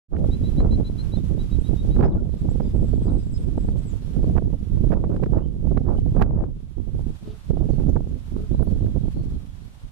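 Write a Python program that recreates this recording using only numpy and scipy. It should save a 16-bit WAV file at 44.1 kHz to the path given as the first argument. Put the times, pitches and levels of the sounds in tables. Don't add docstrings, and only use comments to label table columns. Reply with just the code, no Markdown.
import sys
import numpy as np
from scipy import signal
from scipy.fft import rfft, irfft, next_fast_len
from scipy.io import wavfile
from scipy.ndimage import uniform_filter1d, minimum_filter1d

SR = 44100
rng = np.random.default_rng(int(sys.argv[2]) if len(sys.argv) > 2 else 0)


def output_pcm(signal):
    pcm = np.clip(np.atleast_2d(signal).T, -1, 1) * 32767
    wavfile.write(sys.argv[1], SR, np.round(pcm).astype(np.int16))


N = 437031
TIME = np.arange(N) / SR
SIZE = next_fast_len(N)
FREQS = np.maximum(np.arange(SIZE // 2 + 1) * SR / SIZE, 1)


def undb(db):
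    return 10 ** (np.asarray(db) / 20)


def curve(points):
    times, values = np.transpose(points)
    return np.interp(TIME, times, values)


def colour(points, hz):
    f, db = np.transpose(points)
    return np.interp(np.log(hz), np.log(f), db)


def noise(gains):
    x = irfft(gains * np.exp(2j * np.pi * rng.random(len(FREQS))), SIZE)[:N]
    return x / x.std()


def wander(hz):
    return noise(1 / (1 + (FREQS / hz) ** 4))


def local_rms(x, seconds):
    power = uniform_filter1d(x * x, max(int(seconds * SR), 1))
    return np.sqrt(np.maximum(power, 0) + 1e-12)


def ports(pan_db):
    both = undb(np.vstack([pan_db, -pan_db]) / 2)
    return both / np.sqrt(np.mean(both ** 2, axis=0))


def add(out, s, sound):
    start = max(int(s * SR), 0)
    out[:, start:start + sound.shape[1]] += sound[:, :max(N - start, 0)]


def turbulence(flutter_db, eddy_hz=60, low_eddy_db=1.95, high_eddy_db=5, rumble_top_hz=130):
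    # f/Hz, level/dB
    air_tone = [(20, 0.5), (52, 0.5), (110, -4.5), (180, -8), (400, -20.5), (700, -35), (1200, -58),
                (2400, -82.5), (6000, -89)]
    spectrum = undb(colour(air_tone, FREQS))
    eddies, out = wander(eddy_hz), 0
    for hz in 25 * 2. ** np.arange(9):
        gains = spectrum * np.cos(np.pi / 2 * np.clip(np.log2(FREQS / hz), -1, 1))
        height = np.clip(np.log2(hz / rumble_top_hz) / 2, 0, 1.25)
        band = noise(gains) * undb((low_eddy_db + height * high_eddy_db) * eddies)
        band = band / local_rms(band, 0.12)
        out = out + band * np.sqrt(np.sum(gains ** 2)) * undb(height * flutter_db)
    return out / np.sqrt(np.sum(spectrum ** 2))


def gust(start, hold, rise_s=0.059, fall_s=0.068, puff_s=0.14):
    edge = np.sqrt(np.clip(hold / puff_s, .1, 1))
    rise = np.clip(1 + (TIME - start) / (edge * rise_s), 0, 1) ** 2
    fall = np.exp(-np.maximum(TIME - start - hold, 0) / (edge * fall_s))
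    return rise * fall


def wind(shelter_db=-9.5, surge_hz=8, surge_db=1.5, flutter_surge_db=1.24):
    # t/s, level/dB
    breeze = [(0.3, -15.5), (0.92, -19.5), (1.6, -23.5), (2.3, -14), (2.6, -17), (3.35, -20), (4.0, -24),
              (4.45, -23.5), (6.1, -14.5), (6.45, -11.5), (6.72, -29.5), (7.0, -29), (7.2, -45), (7.4, -38),
              (7.5, -29), (7.9, -17), (8.23, -27.5), (8.5, -22), (8.9, -25), (9.25, -23), (9.55, -33),
              (9.9, -43)]
    # t/s at full strength, hold/s, right level/dB, pan/dB, flutter/dB
    gusts = [(0.165, 0.075, -16, -9, 17.5), (0.585, 0.093, -10.5, -5, 3), (0.716, 0.064, -13, -7, 5.5),
             (1.13, 0.22, -16.5, -11.5, -1.5), (1.4, 0.042, -16, -14, -7), (1.518, 0.079, -18, -13, -4),
             (1.701, 0.035, -16.5, -13.5, 2.5), (1.847, 0.093, -15.5, -11.5, 1),
             (1.968, 0.065, -10.5, -5, 5.5), (2.045, 0.054, -6.5, 0, 2.5), (2.135, 0.044, -11, 0, 4),
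             (2.434, 0.36, -17.5, -7, 3.5), (2.767, 0.38, -17.5, -7, 4.5), (3.437, 0.31, -19.5, -7, 0.5),
             (4.184, 0.31, -13.5, -11.5, 2.5), (4.739, 0.24, -12.5, -13, -2), (4.968, 0.41, -14.5, -9, 8),
             (5.652, 0.44, -17.5, -12.5, 5.5), (6.188, 0.069, -5.5, -20, -2.5), (6.22, 0.17, -12.5, 1, 1.5),
             (6.774, 0.024, -13.5, -19, -7.5), (6.871, 0.013, -14, -28, -3), (6.937, 0.025, -18, -7, -7),
             (6.99, 0.038, -19, -12, -2.5), (7.072, 0.036, -17.5, -12, -5.5), (7.234, 0.056, -26, -9, 3.5),
             (7.509, 0.46, -14.5, -15.5, 4), (8.11, 0.027, -19, -11, 5.5), (8.337, 0.06, -28, -3, 11),
             (8.507, 0.064, -18.5, -11, 3.5), (8.605, 0.045, -17.5, -17, 11), (8.675, 0.079, -13.5, -13, 0),
             (8.823, 0.038, -15.5, -7.5, 0.5), (8.956, 0.037, -14, -19, 4.5), (9.041, 0.025, -18, -13, 6),
             (9.175, 0.079, -23.5, -4, 3), (9.318, 0.02, -33, 6.5, -8), (9.839, 0.014, -23, -15, -16.5)]
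    breeze_db = curve(breeze)
    breeze_flutter_db = -5 + 0.5 * (breeze_db + 20)
    out = []
    for is_left in (1, 0):
        power = undb(breeze_db + is_left * shelter_db) ** 2
        flutter = power * breeze_flutter_db
        surge = wander(surge_hz)
        for s, hold, db, pan_db, gust_flutter_db in gusts:
            blow = (undb(db + is_left * pan_db) * gust(s, hold)) ** 2
            power += blow
            flutter += blow * gust_flutter_db
        flutter_db = flutter / power + flutter_surge_db * surge
        out.append(turbulence(flutter_db) * np.sqrt(power) * undb(surge_db * surge))
    return np.array(out)


def grass_hiss(gain_db=10.5, spacing_m=.14, sound_m_per_s=347.0, flicker_db=1.16):
    # t/s, level/dB
    loudness = [(0, -66.5), (2.2, -66.5), (2.45, -62.5), (2.8, -67), (3.4, -70), (4.1, -66.5), (5.5, -70.5),
                (7.25, -68.5), (9.91, -69.5)]
    # f/Hz, level/dB
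    hiss_tone = [(150, 1), (500, 15.5), (900, 16.5), (1300, 14.5), (1900, 11), (2600, 10), (3500, 11),
                 (4600, 6.5), (7000, 3.5), (11000, 2), (12500, -1.5), (14000, -8.5), (16000, -6.5)]
    # f/Hz, pan/dB
    lean = [(500, 1.5), (2000, -0.5), (4000, 1), (8000, 1.5), (11000, 3.5), (13500, -3.5)]
    gains = undb(colour(hiss_tone, FREQS))
    alike = np.sinc(2 * FREQS * spacing_m / sound_m_per_s)
    mid, side = noise(gains * np.sqrt(1 + alike)), noise(gains * np.sqrt(1 - alike))
    pair = np.array([mid + side, mid - side]) / np.sqrt(2)
    pair = irfft(rfft(pair, SIZE) * ports(colour(lean, FREQS)), SIZE)[:, :N]
    return pair * undb(curve(loudness) + gain_db + flicker_db * wander(hz=22))


def slaps(gain_db=-2, ragged_db=3, ragged_hz=170, tilt_from_hz=400, size=8192):
    # t/s at the middle, level/dB, half length/s, pan/dB
    hits = [(0.138, -8.5, 0.03, -35), (0.246, -9.5, 0.0058, -9), (0.288, -15, 0.0048, -14),
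            (0.604, -10.5, 0.0049, -26), (0.811, -11.5, 0.0051, -16), (0.9, -12.5, 0.0035, 8),
            (1.139, -14, 0.0061, -20), (1.968, -9, 0.0047, -12), (2.008, -10, 0.0071, -23),
            (2.036, -7, 0.013, -5), (2.489, -9.5, 0.0055, -4), (2.605, -8, 0.0078, -32),
            (3.579, -9.5, 0.0061, -3), (3.688, -11, 0.0035, -20), (4.166, -13.5, 0.0047, -30),
            (4.244, -10, 0.0047, 0), (4.368, -8, 0.0054, -35), (4.381, -8, 0.01, -35),
            (4.929, -8, 0.017, -24), (5.043, -8, 0.0069, -19), (5.105, -10.5, 0.0052, 5),
            (5.17, -17, 0.0018, -25), (5.199, -12, 0.0043, -20), (5.236, -8.5, 0.011, -36),
            (5.335, -8.5, 0.0058, -35), (5.672, -10, 0.0071, -25.5), (5.774, -8, 0.009, -37),
            (5.892, -9, 0.0062, -30), (6.166, -8.5, 0.0077, -36), (6.223, -6, 0.022, -43),
            (6.309, -7.5, 0.0061, 16), (6.408, -8.5, 0.0059, -8), (6.439, -8, 0.0067, 22),
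            (6.783, -12.5, 0.0051, -26), (6.801, -15, 0.0051, -22), (6.892, -25, 0.004, -17),
            (6.95, -15, 0.0058, -19), (6.993, -16.5, 0.0039, -16), (7.096, -19, 0.0032, -20),
            (7.509, -13, 0.005, -29), (7.573, -10, 0.0077, -28), (7.626, -12, 0.004, -16),
            (7.701, -17, 0.0036, -24), (7.802, -14, 0.0077, -14), (7.967, -8.5, 0.0074, -19),
            (8.006, -10.5, 0.0044, -15), (8.074, -16.5, 0.0043, -1), (8.366, -10, 0.00393, -14),
            (8.548, -10, 0.0044, -21), (8.596, -10.5, 0.0047, -28), (8.628, -9, 0.0078, -30),
            (8.675, -15, 0.0058, -19), (8.828, -21, 0.0056, -5), (8.865, -12, 0.0033, -15),
            (8.962, -12, 0.0043, -22.5), (9.2, -22, 0.0052, -3), (9.267, -29, 0.0039, -1)]
    # f/Hz, level/dB
    slap_tone = [(40, 17.5), (150, 8.5), (400, 1), (800, -5.5), (1300, -19.5), (2300, -41.5), (3500, -55.5),
                 (7000, -73), (14000, -67)]
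    out = np.zeros((2, N))
    ragged = undb(ragged_db * wander(ragged_hz))
    hz = np.maximum(np.arange(size // 2 + 1) * SR / size, 1)
    octaves = np.clip(np.log2(hz / tilt_from_hz), 0, 6.6)
    for s, db, half_s, pan_db in hits:
        db_per_octave = np.clip(2.86 * (db + 8), -8, 4.9)
        gains = undb(colour(slap_tone, hz) + db_per_octave * octaves)
        swell = np.hanning(min(int(2 * half_s * SR), size))
        burst = irfft(gains * np.exp(2j * np.pi * rng.random((2, len(hz)))))[:, :len(swell)]
        burst *= swell * ragged[int(s * SR):][:len(swell)]
        steepness = 2 * np.pi / SR * np.sqrt(np.average(hz ** 2, weights=gains ** 2))
        burst *= steepness * np.sqrt(np.mean(swell ** 2)) / np.diff(burst).std(axis=1, keepdims=True)
        add(out, s - half_s, burst * undb(db + gain_db) * ports(pan_db))
    return out


def pops(gain_db=3, pan_db=-22, hollow_hz=1400, rise_s=0.00037, crack_s=0.0013, rattle_s=0.0045):
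    # t/s, level/dB
    jumps = [(0.167, -30.5), (0.603, -35), (1.963, -37.5), (2.001, -47), (2.01, -30.5), (2.029, -26),
             (2.037, -30), (2.042, -27), (2.048, -28), (2.059, -33), (2.078, -38), (2.603, -41.5),
             (3.687, -44.5), (4.368, -42), (4.38, -31), (4.919, -33), (4.929, -31), (4.938, -32),
             (5.047, -43), (5.164, -31.5), (5.237, -28.5), (5.261, -35), (5.385, -39), (5.777, -29),
             (6.196, -37), (6.216, -28.5), (6.224, -14), (6.236, -26), (7.799, -43), (7.961, -42),
             (7.969, -49), (8.865, -45.5)]
    out, t = np.zeros((2, N)), TIME[:512]
    ring_shape = (t / rise_s) * np.exp(1 - t / rise_s)
    crack_shape = (t / crack_s) * np.exp(1 - t / crack_s)
    crisp = signal.butter(2, [750, 3000], "bandpass", fs=SR, output="sos")
    for s, db in jumps:
        gains = undb(db + gain_db) * ports(pan_db)
        crack = signal.sosfilt(crisp, rng.standard_normal(len(t)))
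        crack_db = -14 + 0.41 * min(db + 18, 0)
        add(out, s - crack_s, crack / crack.std() * crack_shape * undb(crack_db) * gains)
        for kick, (pitch, push, when) in enumerate(rng.random((3, 3)) - .5):
            weaker = kick > 0
            ring = np.sign(push) * ring_shape * np.sin(2 * np.pi * hollow_hz * (1 + .5 * pitch) * t)
            add(out, s + weaker * 2 * when * rattle_s, ring * undb(-6 * weaker) * gains)
    return out


def trill_pitch(length, hz, rise_oct, scoop_oct=0.072, scoop_s=0.0048):
    t = TIME[:int(length * SR)]
    return hz * 2 ** (rise_oct * (t / length - .5) - scoop_oct * np.exp(-t / scoop_s))


def chirp_pitch(length, hz, glide_oct, bend=0.25):
    progress = np.linspace(0, 1, int(length * SR))
    arch = bend * abs(glide_oct) * (2 * progress - 1) ** 2
    return hz * 2 ** (glide_oct * (progress - .5) - arch)


def swoop_pitch(length, from_hz, to_hz, settle_s=0.0049):
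    return to_hz + (from_hz - to_hz) * np.exp(-TIME[:int(length * SR)] / settle_s)


def whistle(hz, pan_db, unsteady, lead_s=0.000258, waver=0.0065, quiver_db=1.0):
    quiver = unsteady[:len(hz)]
    cycles = np.cumsum(hz * (1 + waver * quiver)) / SR
    lead = hz * lead_s * np.sign(pan_db) * np.array([[.5], [-.5]])
    swell = np.abs(np.sin(np.pi * np.linspace(0, 1, len(hz)))) ** 0.55
    return np.sin(2 * np.pi * (cycles + lead)) * swell * undb(quiver_db * quiver) * ports(pan_db)


def birds(gain_db=2, trill_pan_db=4, half_echo_db=-62, echo_s=0.33, twitter_s=0.0244, twitter_oct=0.217):
    # t/s, length/s, level/dB, f/Hz, rise/octaves
    trill = [(0.309, 0.05, -48.5, 3930, 0.1), (0.434, 0.06, -51, 3960, 0.055),
             (0.57, 0.048, -51, 4000, 0.06), (0.705, 0.056, -46.5, 4020, 0.018),
             (0.843, 0.049, -46, 4010, 0.038), (0.98, 0.044, -46, 4080, 0.024),
             (1.119, 0.048, -46.5, 4000, 0.059), (1.387, 0.044, -52, 3880, 0.041),
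             (1.508, 0.046, -52.5, 3870, 0.0052), (1.634, 0.058, -53.5, 3840, 0.065),
             (1.763, 0.064, -54, 3770, 0.031), (1.903, 0.054, -56, 3880, 0.071)]
    # t/s, length/s, f/Hz, glide/octaves, level/dB, pan/dB
    chirps = [(1.159, 0.037, 3670, 0.04, -54, 1), (1.58, 0.083, 8700, 0.83, -62, 1),
              (2.039, 0.035, 5100, 0.25, -51, 6), (2.115, 0.022, 3750, -0.33, -55, 1),
              (2.173, 0.03, 1414, -0.086, -47, -11), (2.372, 0.049, 7700, 0.15, -61.5, -6),
              (2.493, 0.033, 7660, 0.2, -54, 0), (2.75, 0.03, 8100, -0.12, -70, 1),
              (2.95, 0.014, 3760, -0.36, -62, -3), (3.016, 0.052, 8040, -0.2, -61.5, 13),
              (3.057, 0.032, 4820, -0.03, -61, -8), (3.103, 0.031, 8100, -0.16, -68, 8),
              (3.226, 0.018, 7650, -0.2, -62, 5), (3.26, 0.037, 7530, -0.21, -66, 3),
              (3.088, 0.012, 3870, -0.39, -57.5, -5), (3.181, 0.054, 4930, -0.062, -62, -8),
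              (3.31, 0.038, 7700, -0.24, -60, 13), (3.337, 0.043, 5050, -0.09, -54, -8),
              (3.372, 0.041, 8660, 0.13, -62, 7), (3.355, 0.035, 7500, 0.08, -66, 3),
              (3.584, 0.04, 8100, -0.15, -67, 3), (3.773, 0.029, 7800, -0.26, -62, 4),
              (3.851, 0.076, 7500, -0.39, -58, 2), (3.373, 0.014, 3790, -0.78, -57.5, 1),
              (5.406, 0.037, 2950, 0.25, -60, -8), (5.438, 0.03, 3100, -0.25, -60, -5),
              (5.876, 0.08, 9200, 0.38, -68, 3), (5.942, 0.045, 8300, -0.65, -71, 7),
              (5.968, 0.027, 3010, -0.0049, -59, 1), (7.89, 0.011, 11500, -0.39, -63, 1),
              (8.623, 0.028, 10800, 0.62, -59.5, 0), (2.28, 0.056, 4100, 0.05, -65, -4.5),
              (2.357, 0.035, 5000, 0.03, -64, -4), (2.38, 0.06, 3830, 0.03, -63, -0.5),
              (2.62, 0.03, 5000, 0.03, -61, -7), (2.637, 0.044, 3600, -0.11, -60, 1.5),
              (2.655, 0.027, 4850, -0.04, -60, -4), (7.572, 0.04, 3620, -0.022, -63, 0),
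              (8.514, 0.035, 3870, 0.16, -66, 1), (8.677, 0.03, 4350, -0.2, -64, 1),
              (8.94, 0.068, 3850, 0.02, -68, 1), (8.99, 0.032, 4200, -0.04, -68, 0),
              (9.17, 0.06, 4400, 0.011, -67, 3), (9.47, 0.05, 3350, -0.05, -71, 6)]
    # start/s, end/s, lowest f/Hz, highest f/Hz, level/dB
    twitters = [(2.295, 4.299, 2860, 5300, -66), (2.552, 3.905, 7220, 8560, -62),
                (8.304, 9.692, 3150, 4490, -66)]
    # t/s, length/s, first f/Hz, final f/Hz, level/dB, pan/dB
    swoops = [(7.694, 0.016, 7200, 5850, -62, 5), (7.708, 0.044, 5370, 4330, -64, 5),
              (7.889, 0.018, 8500, 5600, -57, 10), (7.905, 0.045, 5900, 4220, -68, 2),
              (8.082, 0.016, 8800, 5830, -64, -3)]
    direct, scattered = np.zeros((2, N)), np.zeros((2, N))
    unsteady = wander(hz=220)
    notes = [(s, trill_pitch(length, hz, rise), db, trill_pan_db) for s, length, db, hz, rise in trill]
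    notes += [(s, chirp_pitch(*shape), db, pan_db) for s, *shape, db, pan_db in chirps]
    notes += [(s, swoop_pitch(*shape), db, pan_db) for s, *shape, db, pan_db in swoops]
    for s, hz, db, pan_db in notes:
        note = whistle(hz, pan_db, unsteady[int(s * SR):]) * undb(db + gain_db)
        echo_share = 1 / (1 + undb(db - half_echo_db) ** 2)
        add(direct, s, note * np.sqrt(1 - echo_share))
        add(scattered, s, note * np.sqrt(echo_share))
    for start, end, low_hz, high_hz, db in twitters:
        for when, pitch, slope, place in rng.random((18, 4)):
            centre_hz = low_hz + pitch * (high_hz - low_hz)
            hz = chirp_pitch(twitter_s, centre_hz, twitter_oct * np.sign(slope - .5))
            note = whistle(hz, 6 * place - 2, unsteady) * undb(db + gain_db)
            add(scattered, start + when * (end - start), note)
    trees = rng.standard_normal((2, SR)) * undb(-60 * TIME[:SR] / echo_s)
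    trees /= np.sqrt(np.sum(trees[0] ** 2))
    return direct + signal.fftconvolve(scattered, trees, axes=1)[:, :N]


def flurries(ragged_db=4.5, ragged_hz=90):
    # t/s at the peak, rise/s, fall/s, level/dB, pan/dB
    spells = [(0.621, 0.022, 0.066, -28, -8), (2.036, 0.04, 0.042, -17.5, -9),
              (2.065, 0.017, 0.033, -25.5, 21), (2.13, 0.03, 0.058, -29.5, -5),
              (3.11, 0.055, 0.022, -36.5, -3), (4.975, 0.032, 0.018, -28, -6),
              (5.119, 0.012, 0.039, -32, -5), (5.386, 0.041, 0.039, -27, -25),
              (5.9, 0.036, 0.048, -26.5, -29), (6.222, 0.051, 0.059, -23.5, -24.5),
              (6.275, 0.046, 0.043, -39, -6), (6.4, 0.066, 0.055, -27, 16)]
    # f/Hz, level/dB
    flap_tone = [(30, -15), (120, -8), (300, 10), (500, 6), (900, -5), (1300, -14), (2000, -32.5),
                 (3000, -40), (6000, -50), (14000, -75)]
    swell = np.zeros((2, N))
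    for s, rise, fall, db, pan_db in spells:
        shape = np.exp(-((TIME - s) / np.where(TIME < s, rise, fall)) ** 2)
        swell += shape * undb(db) * ports(pan_db)
    gains = undb(colour(flap_tone, FREQS))
    flaps = [noise(gains) * undb(ragged_db * wander(ragged_hz)) for port in range(2)]
    return swell * np.array([flap / local_rms(flap, 0.022) for flap in flaps])


def resonance(hz, width_hz):
    return 1 / (1 + (2 * (FREQS - hz) / width_hz) ** 2)


def rotor(pan_db=1):
    # t/s, length/s, ring level/dB, scrape level/dB
    rubs = [(7.228, 0.15, -47.5, -62.5), (7.53, 0.083, -50, -68), (8.32, 0.18, -47.5, -75)]
    # f/Hz, width/Hz, level/dB
    vane_tones = [(424.5, 8.6, 8), (665, 42, -15), (1265, 120, -24.5), (1460, 110, -30)]
    ring = noise(sum(undb(db) * resonance(hz, width) for hz, width, db in vane_tones))
    ring /= local_rms(ring, 0.039)
    scrape = noise(resonance(hz=3400, width_hz=2600))
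    out = np.zeros(N)
    for s, length, ring_db, scrape_db in rubs:
        swell = np.sin(np.pi * np.clip((TIME - s) / length, 0, 1))
        out += (undb(ring_db) * ring + undb(scrape_db) * scrape) * swell
    return out * ports(pan_db)


def gain_control(x, threshold_db=-27, deaf_below_hz=550, strength=0.72, recovery_db_per_s=13,
                 attack_s=0.0083, lag_s=0.015):
    sensed = signal.sosfilt(signal.butter(2, deaf_below_hz, "highpass", fs=SR, output="sos"), x)
    level_db = 20 * np.log10(local_rms(sensed, seconds=0.0039).max(axis=0))
    over_db = strength * np.maximum(level_db - threshold_db, 0)
    recovered_db = recovery_db_per_s * TIME
    cut_db = np.maximum.accumulate(over_db + recovered_db) - recovered_db
    cut_db = uniform_filter1d(cut_db, int(attack_s * SR))
    return x * undb(-np.interp(TIME - lag_s, TIME, cut_db))


def scene(silent_s=0.084, fade_s=0.2):
    fade_in = np.clip((TIME - silent_s) / fade_s, 0, 1)
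    return (wind() + flurries() + slaps() + pops() + grass_hiss() + birds() + rotor()) * fade_in


def record(dry, ceiling=0.45, hold_s=0.00067, top_hz=15480):
    x, hold = gain_control(dry), int(hold_s * SR)
    gain = minimum_filter1d(ceiling / np.maximum(np.abs(x), ceiling), hold)
    gain = uniform_filter1d(uniform_filter1d(gain, hold // 2), hold // 2)
    treble_cut = signal.ellip(10, .2, 70, top_hz, fs=SR, output="sos")
    return signal.sosfilt(treble_cut, x * gain)


dry = scene()
out = record(dry)
output_pcm(out)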